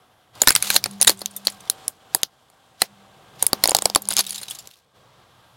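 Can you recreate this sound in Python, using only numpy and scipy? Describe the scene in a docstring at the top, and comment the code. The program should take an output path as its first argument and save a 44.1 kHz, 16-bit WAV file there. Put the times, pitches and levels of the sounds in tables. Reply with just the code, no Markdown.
"""Tyre over a hollow plastic toy

A car tyre rolls slowly over a plastic shell on asphalt, close by. Cracks are noise bursts that ring the shell's
modes, with brief echoes under the car; creaks are near-even slips, squeaks wavering sines. Grinding and skittering
shards are random grains through broad rings. The tyre's air hums as two sines over low rolling noise; the idling
car hisses behind as flickering noise bands with a faint tone, at a volume with abrupt steps."""
import sys
import numpy as np
from scipy import signal
from scipy.io import wavfile
from scipy.ndimage import uniform_filter1d

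SR = 44100
rng = np.random.default_rng(int(sys.argv[2]) if len(sys.argv) > 2 else 0)


def unload_wav(signal):
    """Save mono or channel-first audio to the path in sys.argv[1] as 16-bit WAV at rate SR, clipped to [-1, 1]."""
    wavfile.write(
        sys.argv[1],
        SR,
        np.round(np.clip(np.atleast_2d(signal).T, -1, 1) * 32767).astype(np.int16),
    )


N = 245195
T_S = np.arange(N) / SR

# cracks and shard taps: (time [s], tearing time [ms], hollow [dB], wall [dB], rib [dB], splinter [dB],
# low ring [Hz], high ring [Hz])
CRACKS = [(0.352, 4.8, -63, -67, -43.5, -46, 740, 4700), (0.4173, 1.23, -15, -19, -6.5, 1.5, 690, 7086),
          (.435, 0.56, -29, -25, -36, -41, 790, 3500), (0.4731, 1, -8.5, -3.5, -0.5, 2, 1790, 3940),
          (0.4834, 0.14, -35, -5.5, 0, 5.5, 1810, 4130), (.49, 1.4, -38, -28, -6.5, -12.5, 1580, 5140),
          (0.505, 1.04, -18.5, -10, -13, -4.5, 1540, 10040), (0.519, 1.9, -48, -45, -23, -24, 1410, 4720),
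          (0.524, 2, -49, -44, -33, -23, 2130, 7320), (0.5512, 1.3, -40, -17.5, -10.5, -6.5, 1290, 8800),
          (.5617, 0.36, -28, -16, -6.5, -6.5, 2070, 3900),
          (0.6246, 1.2, -45, -22, -17.5, -9.5, 2220, 10400), (.702, 1.6, -26, -13, -11.5, -11, 1600, 4180),
          (.7414, 2.9, -28, -32, -26, -18, 670, 4720), (0.7539, 4.1, -24, -41, -21, -28, 2550, 4500),
          (.762, 2.2, -18.5, -13, -2, -3, 2710, 4270), (0.8401, 0.73, -33, -23.5, -13.5, -16, 1590, 4300),
          (.858, 2.1, -24, -24.5, -20, -21, 620, 4390), (.91, 3.3, -55, -61, -40, -34.5, 370, 9900),
          (0.9998, 15, -36.5, -35, -30.5, -47, 1310, 6700),
          (1.0132, 0.43, -22.5, -35.5, -9, -2.5, 1000, 9830),
          (1.0203, 1.9, -40.5, -23, -16.5, -8, 2510, 9970), (1.027, 0.66, -28.5, -38, -11, -6, 1510, 9540),
          (1.047, .51, -36, -27, -21, -18.5, 2620, 8300), (1.0707, 1.8, -25, -21, -15.5, -7, 1660, 9740),
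          (1.075, 1.07, -21, -2.5, 4.5, 3, 1950, 3910), (1.08, 1.2, -22.5, -26, -5, -6.5, 2050, 8750),
          (1.094, 1.2, -13, -23, -9.5, -6.5, 540, 4260), (1.102, 0.85, -34, -31, -15, -16, 560, 4570),
          (1.173, 2.5, -61, -70, -62, -40, 400, 8830), (1.1907, 3.2, -64, -66, -47, -33, 2140, 9100),
          (1.206, 5.5, -52, -47, -37, -35, 990, 4800), (1.216, 2.3, -28, -42, -25.5, -28, 540, 4380),
          (1.259, 0.17, -48, -58, -17.5, -19, 2720, 6000), (1.31, 3.5, -59, -67.5, -55, -39, 1090, 9150),
          (1.3636, 5.2, -48, -45.5, -50, -20.5, 760, 12000),
          (1.45, 6.4, -53.5, -44.5, -34.5, -29.5, 970, 9200), (1.47, 0.68, -24, -32, -5, -12.5, 580, 4400),
          (1.481, 0.16, -32.5, -27.5, -27.5, -34.5, 1110, 4430),
          (1.5, 2.4, -52.5, -47, -46.5, -29, 610, 10800), (1.521, 3, -52, -52, -44, -40, 800, 6800),
          (1.6054, 2.4, -49, -52, -41.5, -40, 720, 6330), (1.6744, 3.1, -48, -52, -41, -51, 745, 3500),
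          (1.6985, 0.81, -34.5, -30.5, -10.5, -6, 560, 10700),
          (1.8797, 1.16, -46, -37, -23.5, -11.5, 750, 10900),
          (2.1478, .79, -15.5, -21, -10.5, -1.5, 570, 11200),
          (2.216, 0.86, -67, -61.5, -60, -42.5, 791, 11600),
          (2.2323, 0.37, -29, -23, -7.5, -11, 2710, 5070), (2.5, 1.3, -64, -56.5, -58.5, -50.5, 1300, 9260),
          (2.8182, 1.24, -12, -10.5, -5.5, -5.5, 480, 4230),
          (3.4251, 1.37, -20, -25, -18.5, -4.5, 550, 9450), (3.44, 3.2, -32, -38, -49, -46, 810, 4630),
          (3.4656, 0.7, -29.5, -27, -16.5, -3, 570, 11100), (3.5312, 0.5, -12, -23.5, -8, -10, 550, 7040),
          (3.638, 0.81, -11, -9.5, -0.5, -1.5, 800, 4330),
          (3.6563, 0.39, -15.5, -28, -12.5, -18, 800, 10300),
          (3.6753, 0.36, -31.5, -26.5, -38, -9.5, 550, 6290),
          (3.6866, .7, -18.5, -35, -20.5, -39, 760, 4600),
          (3.693, .88, -19.5, -48, -14.5, -11.5, 800, 10000), (3.708, 0.83, -35, -35, -26, -13, 570, 7250),
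          (3.7161, 0.84, -14.5, -24.5, -22, -23, 800, 8910), (3.7479, 1.33, -8, -21, -4, -5.5, 820, 4520),
          (3.7666, 0.25, -31, -55, -18, -12.5, 700, 7990), (3.7866, 1, -24, -29, -17.5, -21.5, 790, 4850),
          (3.8215, 0.52, -24.5, -33, -24.5, -15.5, 790, 8500),
          (3.8554, 0.84, -10, -21.5, -7, -5.5, 760, 7980),
          (3.8995, 0.14, -25, -45.5, -20.5, -28, 800, 5060),
          (3.949, 0.67, -35.5, -33, -10.5, -10, 2570, 3630), (3.9585, 0.86, -8, -14, -6.5, -5, 550, 10830),
          (3.9718, 4.8, -34.5, -45, -29, -37.5, 530, 4820),
          (4.0198, 2.2, -46.5, -60.5, -52.5, -26, 590, 12700), (4.0536, 0.5, -48, -53, -36, -36, 670, 7040),
          (4.0743, 0.79, -48.5, -52, -38, -42, 780, 5000), (4.0876, 0.2, -29.5, -41.5, -46, -10, 760, 9400),
          (4.1046, 4.3, -33.5, -38, -18.5, -16.5, 1020, 10200),
          (4.112, 1.9, -29, -27.5, -31, -28.5, 970, 5000),
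          (4.1235, 0.4, -47, -36.5, -25.5, -22.5, 2530, 3700),
          (4.1314, 0.35, -38.5, -38, -24.5, -29, 2800, 5050),
          (4.1368, 0.46, -52, -46, -32, -19.5, 2670, 9600), (4.152, 0.9, -58, -41, -42, -41, 1580, 9000),
          (4.1665, 0.79, -33.5, -31, -10.5, -13.5, 2670, 6500),
          (4.174, 0.98, -52, -25, -17.5, -32, 2380, 6550), (4.1832, 0.78, -31, -32, -13, -18, 2560, 5100),
          (4.19, 5.2, -22.5, -23, -9, -10, 1860, 4600), (4.2062, 1.9, -50, -30, -16, -13.5, 930, 10570),
          (4.265, 4.4, -53.5, -45.5, -26, -24.5, 2580, 3830),
          (4.2933, 3.3, -56, -58, -30, -26, 1870, 10830), (4.3063, 1.3, -55, -48, -25.5, -19.5, 1850, 9860),
          (4.3198, 7, -44, -59, -36, -27, 790, 9410), (4.344, 10, -56, -41, -26, -27, 2800, 7400),
          (4.358, 1.5, -57, -50, -28, -28, 2470, 4080), (4.3789, 6.6, -64, -61, -26, -28, 2280, 3850),
          (4.4135, 4.1, -42.5, -44, -40, -29, 860, 9100), (4.431, 4.5, -56, -39, -26.5, -27.5, 1780, 4100),
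          (4.4822, 3.3, -45.5, -44, -27, -35, 2650, 3920), (4.4999, 0.82, -59.5, -48, -46, -28, 2640, 9000),
          (4.5085, 3.5, -46, -46, -25, -23, 2680, 3390), (4.549, 6, -52.5, -71.5, -32.5, -33.5, 2760, 6540),
          (4.5866, 8.1, -50.5, -49, -30.5, -30, 2440, 7300),
          (4.6728, 1.2, -50.5, -52, -37, -34.5, 450, 11530), (4.7375, 2.7, -67, -68, -45.5, -53, 420, 3680)]
# echo under the car against the direct sound: hollow, wall, rib, splinter [dB]
ECHO_DB = [-9.5, -10, -14.5, -16.5]
# modes of each shell part: (frequency [Hz], 60 dB decay time [ms], relative level [dB])
HOLLOW_MODES = [(380, 1.4, -7), (583, 39, -3), (799, 11, 16.5), (980, 14, 11)]
WALL_MODES = [(1520, 8.7, 7.5), (1820, 9.2, 11.5), (2071, 7.2, 15), (2500, 6, -16.5)]
RIB_MODES = [(3750, 3.7, -23), (4207, 9, -0.5), (4868, 8.2, 4.5), (5322, 8.2, 1), (6525, 10, 3)]
SPLINTER_MODES = [(7530, 4.3, 5), (7870, 1, -5.5), (9140, 3.4, 3.5), (10196, 4.6, 4.5), (11060, 2.6, 6),
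                  (11780, 3.6, 1.6), (15000, 1.5, 2.5), (15000, 0.85, -2)]
# limits of the four parts' bands: (frequency [Hz])
PART_EDGES_HZ = [250, 1200, 3000, 7000, 16000]
# stick-slip of shell on rubber: (time [s], slip rate [Hz], level [dB], top ring over the others [dB])
CREAK = [(.64, 164, -47, 6), (.655, 168.5, -51, -4), (.685, 200.8, -42.5, 10), (.71, 292, -33, -12),
         (.74, 285, -28.5, -15), (.758, 279, -20, -6), (.77, 290, -49.5, -4)]
# a pinched piece sings: (start [s], frequency [Hz], length [ms], level [dB])
SQUEAKS = [(1.362, 3600, 22, -40), (1.364, 12200, 26, -48)]
# continuous grinding under the tyre that rises and falls: (time [s], level [dB])
GRIND = [(.33, -72.5), (.41, -45), (.62, -43), (.82, -50.5), (.99, -58.5), (1.4, -57), (1.85, -58),
         (2.0, -74.5), (3.33, -72), (3.42, -49.5), (3.58, -65), (3.64, -41), (4.0, -54.5), (4.3, -66),
         (4.6, -54.5), (4.77, -69), (4.9, -78)]
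# shell or shard slides: (start [s], hold [s], level [dB], treble over mids [dB])
SCRAPES = [(0.56, 0.018, -42.5, 6), (0.644, 0.093, -31.5, -6), (1.085, 0.02, -30, -1),
           (1.468, 0.085, -62, -5), (2.135, 0.062, -51.5, -17), (2.81, 0.04, -43, -19.5),
           (3.393, 0.05, -47, -33), (3.84, 0.017, -52, 10), (4.108, 0.013, -36.5, -12),
           (4.182, 0.019, -26, -13), (4.276, 0.03, -49, -12), (4.348, 0.041, -42.5, -4),
           (4.426, 0.019, -51, -8), (4.51, 0.023, -45.5, -2)]
# tyre air hums as the rubber flexes: (time at full level [s], hold [s], hum [dB], overtone over hum [dB])
TYRE_HUMS = [(.68, 0.07, -47, -11), (.9, 0.12, -42.5, -25), (1.1, 0.031, -48, -4), (1.25, .2, -51, -21.5),
             (2.87, 0.16, -59.5, -26.5), (3.55, .1, -51.5, -12), (3.8, 0.081, -49, -13.5),
             (4.04, 0.17, -49.5, -10)]
# low rolling noise: (time [s], level [dB])
RUMBLE = [(0, -92), (.4, -70.5), (1.9, -66), (2.0, -79), (2.8, -76), (3.0, -64.5), (4.2, -62), (4.65, -63),
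          (4.75, -74.5), (4.93, -75.5), (4.97, -63), (5.56, -65)]
# body lurches: (time at full level [s], level [dB])
LURCHES = [(.56, -45.5), (0.848, -50.5), (1.12, -53), (3.45, -51)]
# background noise level, with abrupt volume edits: (time [s], level [dB])
BACKGROUND_LEVEL = [(0, -57.5), (.33, -59.5), (.36, -45), (1.2, -54), (1.6, -49.5), (1.89, -46.5),
                    (1.92, -57), (2.24, -48.5), (2.28, -61), (3.35, -50.5), (3.6, -43.5), (4.3, -56),
                    (4.66, -52.5), (4.72, -65), (4.93, -64), (4.96, -55), (5.56, -55.5)]
# background spectrum: (frequency [Hz], relative level per Hz [dB])
CAR_SPECTRUM = [(25, -18.5), (60, -8.5), (120, -1.5), (300, -9), (550, -2), (900, -6), (1500, -13.5),
                (2400, -16), (4500, -23), (9000, -23.5), (16000, -32)]
# body resonances: (frequency [Hz], width [Hz], level over the wide noise [dB])
CAR_PEAKS = [(610, 26, -16.5), (745, 31, -14), (795, 140, -11), (1148, 250, -6.5), (1595, 20, -14),
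             (3280, 750, -6.5)]
# faint engine-bay tone: (time [s], frequency [Hz])
WHINE = [(0, 747), (1.2, 731), (1.75, 774.7), (5.56, 780.5)]

PINNED_S, PINNED_ECHO_DB = 1.65, -4  # shell pinned flat under the rubber: drier cracks
FREE_S = 4.23  # tyre has rolled off
LONG_ECHO_DB = 2.5  # per tenfold tearing time
SHOVE_DB, SHARP_SHOVE_DB = -20, -19  # shove of air, against the hollow and the wall
GRIND_TILT_DB = -11.5  # treble over mids
SCRAPE_RISE_DB_S, SCRAPE_FALL_DB_S = 900.5, 701.5
SKITTER_S, SKITTER_ENDS_S, SKITTER_PER_S = 4.233, 4.81, 270
SKITTER_DB, SKITTER_FALL_DB_S, TAP_SPREAD_DB = -43.5, 40, 4.5
TYRE_HZ, OVERTONE_HZ = 199, 396
HUM_RISE_DB_S, HUM_FALL_DB_S, HUM_FLICKER_DB = 199.5, 60, 2.6
LURCH_RISE_DB_S, LURCH_FALL_DB_S = 95.5, 135
WHINE_FLICKER_DB, WHINE_ENDS_S = 2.5, 4.7
TOP_HZ = 16300


def undb(db):
    """Decibels to amplitude ratio."""
    return 10 ** (np.asarray(db) / 20)


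def unit(x):
    """Scale to an RMS of 1."""
    return x / np.sqrt(np.mean(x ** 2))


def curve(table):
    """Columns after the time, interpolated to one value a sample."""
    s, *columns = np.transpose(table)
    return [np.interp(T_S, s, column) for column in columns]


def band(x, hz, width_hz):
    """Single resonance."""
    return signal.lfilter(*signal.iirpeak(hz, hz / width_hz, SR), x)


def walk(rate_hz):
    """Random normal levels, rate_hz a second, joined by straight slopes."""
    hold = int(SR / rate_hz)
    levels = rng.standard_normal(N // hold + 1)
    return uniform_filter1d(np.repeat(levels, hold), hold)[:N]


def swell(s, hold_s, db, rise_db_s, fall_db_s):
    """Gain that climbs to its level, holds and dies away."""
    t = T_S - s
    return undb(db - rise_db_s * np.maximum(-t, 0) - fall_db_s * np.maximum(t - hold_s, 0))


def ring(modes, t):
    """Sum of exponentially decaying modes."""
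    hz, t60_ms, db = np.transpose(modes)[:, :, None]
    decay = 10 ** (-3000 * t / t60_ms)
    return np.sum(undb(db) * np.sin(2 * np.pi * hz * t) * decay, axis=0)


def part_modes(modes, shake, edge, own):
    """One part's modes, randomly shifted for a crack, plus the broken piece's rings in its band."""
    shaken = [(hz * (1 + 0.053 * a), t60_ms, db + b) for (hz, t60_ms, db), (a, b) in zip(modes, shake)]
    return shaken + [mode for mode in own if edge[0] <= mode[0] < edge[1]]


def cracks():
    """Each crack is a quick run of tiny tears that rings the shell's parts, then scatters under the car."""
    out, size = np.zeros(N + 8192), 6144
    t = np.arange(size) / SR
    parts = (HOLLOW_MODES, WALL_MODES, RIB_MODES, SPLINTER_MODES)
    edges = list(zip(PART_EDGES_HZ, PART_EDGES_HZ[1:]))
    filters = [signal.butter(2, edge, "bandpass", fs=SR, output="sos") for edge in edges]
    # echoes between road and floor pan: dense for a moment, then a faint tail
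    tail = np.exp(-(t / 0.018) ** 1.5) + undb(-22.5) * 10 ** (-3 * t / 0.15)
    scatter = unit((1 - np.exp(-t / 0.006)) * tail)
    dull = signal.butter(1, 9000, fs=SR)  # rough asphalt swallows the top
    shove = unit(np.exp(-t / 0.0012) * np.sin(2 * np.pi * 80 * t))
    for s, tear_ms, *parts_db, low_hz, high_hz in CRACKS:
        tear_ms = max(tear_ms, 0.2)
        tears, echoes = rng.standard_normal((2, size))
        shakes = rng.standard_normal((4, 9, 2))
        tears = tears * np.abs(tears) ** 0.5  # uneven sizes
        tears = tears * np.exp(-(1000 * t / tear_ms) ** 0.95) * (1 - np.exp(-t / 0.00045))
        echoes = signal.lfilter(*dull, echoes)
        # a piece off the rubber rings longer
        own = [(low_hz, 16, 9), (high_hz, 14 if s > FREE_S else 8, 12)]
        sound = (undb(parts_db[0] + SHOVE_DB) + undb(parts_db[1] + SHARP_SHOVE_DB)) * shove
        wet_db = LONG_ECHO_DB * np.log10(tear_ms) + PINNED_ECHO_DB * (PINNED_S < s < FREE_S)
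        for modes, edge, sos, db, echo_db, shake in zip(parts, edges, filters, parts_db, ECHO_DB, shakes):
            response = ring(part_modes(modes, shake, edge, own), t[:2048])
            rung = 0.7 * unit(signal.fftconvolve(tears[:1024], response))
            rung = np.pad(rung, (0, size - len(rung)))
            direct = unit(signal.sosfilt(sos, rung + 0.17 * unit(tears)))
            echo = unit(signal.sosfilt(sos, echoes)) * scatter
            sound = sound + undb(db) * (direct + undb(echo_db + wet_db) * echo)
        i = int(s * SR)
        out[i:i + size] += sound * np.sqrt(0.002 * SR / size)  # level is RMS as if spread over 2 ms
    return out[:N]


def creak():
    """Nearly even slips, each a short scratch in three rings of the bent shell."""
    slip_hz, db, tilt_db = curve(CREAK)
    phase = np.cumsum(slip_hz * (1 + 0.05 * walk(150)) / SR)
    slips = np.diff(np.floor(phase), prepend=0) * undb(1.5 * walk(200))
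    scratch = signal.lfilter([1], [1, -np.exp(-1 / (0.0004 * SR))], slips)
    scratch = scratch * (1 + 0.6 * rng.standard_normal(N))
    rings = unit(band(scratch, 4730, 800) + 1.3 * band(scratch, 6500, 1000))
    rings = rings + undb(tilt_db) * unit(band(scratch, 11800, 3000))
    return rings * undb(db) * (T_S > CREAK[0][0]) * (T_S < CREAK[-1][0])


def squeak():
    """Short sines wavering in level and phase."""
    out = np.zeros(N)
    for s, hz, length_ms, db in SQUEAKS:
        tone = np.sin(2 * np.pi * hz * T_S + 0.72 * walk(192))
        arch = np.sin(np.pi * np.clip(1000 * (T_S - s) / length_ms, 0, 1) ** 0.72)
        out += undb(db + 2.7 * walk(300)) * tone * arch
    return out


def squeezed_shell(x, tilt_db):
    """Broad rings of the squeezed shell, damped by rubber."""
    mids = 0.5 * band(x, 1000, 840) + 0.38 * band(x, 2200, 2200) + band(x, 4000, 2100)
    treble = 1.4 * band(x, 6900, 2900) + band(band(x, 9700, 5000), 10000, 7000)
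    return unit(mids) + undb(tilt_db) * unit(treble)


def grind():
    """Dense grains of uneven size over a noisy rub; scrapes stand out of it."""
    grains = (rng.random(N) < 2500 / SR) * undb(1.7 * rng.exponential(size=N)) * rng.choice([-1, 1], N)
    rub = 0.45 * rng.standard_normal(N)
    gains = [undb(curve(GRIND)[0]) * (T_S > GRIND[0][0])]
    gains += [swell(s, hold_s, db, SCRAPE_RISE_DB_S, SCRAPE_FALL_DB_S) for s, hold_s, db, _ in SCRAPES]
    total = sum(gains)
    # treble balance is weighted by the gain of each contact
    tilts = undb([GRIND_TILT_DB] + [row[-1] for row in SCRAPES])
    tilt_db = 20 * np.log10(tilts @ np.array(gains) / (total + 1e-9) + 1e-9)
    return squeezed_shell(unit(grains) + rub, tilt_db) * total * undb(3.5 * walk(110))


def skitter():
    """Random taps of small shards, each a brief bright rattle, fading as they roll off."""
    taps = (rng.random(N) < SKITTER_PER_S / SR) * undb(TAP_SPREAD_DB * rng.standard_normal(N))
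    taps = taps * (T_S < SKITTER_ENDS_S)
    rattle = signal.lfilter([1], [1, -np.exp(-1 / (0.0017 * SR))], taps) * rng.standard_normal(N)
    bright = unit(band(rattle, 4100, 2600)) + 0.43 * unit(band(rattle, 9900, 5000))
    return bright * swell(SKITTER_S, 0.076, SKITTER_DB, SCRAPE_RISE_DB_S, SKITTER_FALL_DB_S)


def tyre():
    """The ring of air in the tyre hums with an overtone, wavering slightly."""
    hum = np.max([swell(s, hold_s, db, HUM_RISE_DB_S, HUM_FALL_DB_S)
                  for s, hold_s, db, _ in TYRE_HUMS], axis=0)
    overtone = np.max([swell(s, hold_s, db + over_db, HUM_RISE_DB_S, 2 * HUM_FALL_DB_S)
                       for s, hold_s, db, over_db in TYRE_HUMS], axis=0)
    waver = 2.9 * walk(11)
    out = np.zeros(N)
    for hz, gain, depth in ((TYRE_HZ, hum, 0.4), (OVERTONE_HZ, overtone, 0.8)):
        tone = np.sqrt(2) * np.sin(2 * np.pi * hz * T_S + waver * depth)
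        out += tone * gain * undb(HUM_FLICKER_DB * walk(33))
    return out


def rumble():
    """Low rolling noise from tyre and body in two resonances, swelling at each lurch."""
    noise = rng.standard_normal(N)
    low = band(band(noise, 120, 77), 120, 77) + 0.19 * band(band(noise, 290, 150), 290, 150)
    lurch = sum(swell(s, 0.017, db, LURCH_RISE_DB_S, LURCH_FALL_DB_S) for s, db in LURCHES)
    return unit(low) * (undb(curve(RUMBLE)[0]) + lurch) * undb(0.83 * walk(14))


def car():
    """Engine-bay and street noise in separately flickering half-octave bands, body resonances and a tone."""
    table_hz, table_db = np.transpose(CAR_SPECTRUM)
    wide = np.zeros(N)
    for hz in 30 * 2 ** np.arange(0, 9.1, 0.5):
        db = np.interp(np.log(hz), np.log(table_hz), table_db) + 10 * np.log10(hz / 3)  # per Hz to per band
        noise = band(band(rng.standard_normal(N), hz, hz / 2), hz, hz / 2)
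        wide += undb(db + 1.9 * walk(3)) * unit(noise)
    peaks = sum(undb(db + 2 * walk(44)) * unit(band(rng.standard_normal(N), hz, width_hz))
                for hz, width_hz, db in CAR_PEAKS)
    whine_hz = curve(WHINE)[0] + 6.6 * walk(22)
    whine = undb(-6 + WHINE_FLICKER_DB * walk(10)) * np.sin(2 * np.pi * np.cumsum(whine_hz) / SR)
    whine = whine * (T_S < WHINE_ENDS_S)
    return unit(unit(wide) + peaks + whine) * undb(curve(BACKGROUND_LEVEL)[0])


def scene():
    """All layers, alike in both channels."""
    mono = cracks() + creak() + squeak() + grind() + skitter() + tyre() + rumble() + car()
    return np.tile(mono, (2, 1))


def record(dry):
    """The loudest peaks clip; a faint random difference between the channels is added; the top is cut."""
    clipped = np.clip(dry, -0.78, 0.78)
    difference = undb(-23) * unit(walk(4000))
    stereo = clipped * (1 + difference * np.array([[1], [-1]]))
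    top_cut = signal.ellip(12, 0.2, 90, TOP_HZ, fs=SR, output="sos")
    return signal.sosfilt(top_cut, stereo)


dry = scene()
out = record(dry)
unload_wav(out)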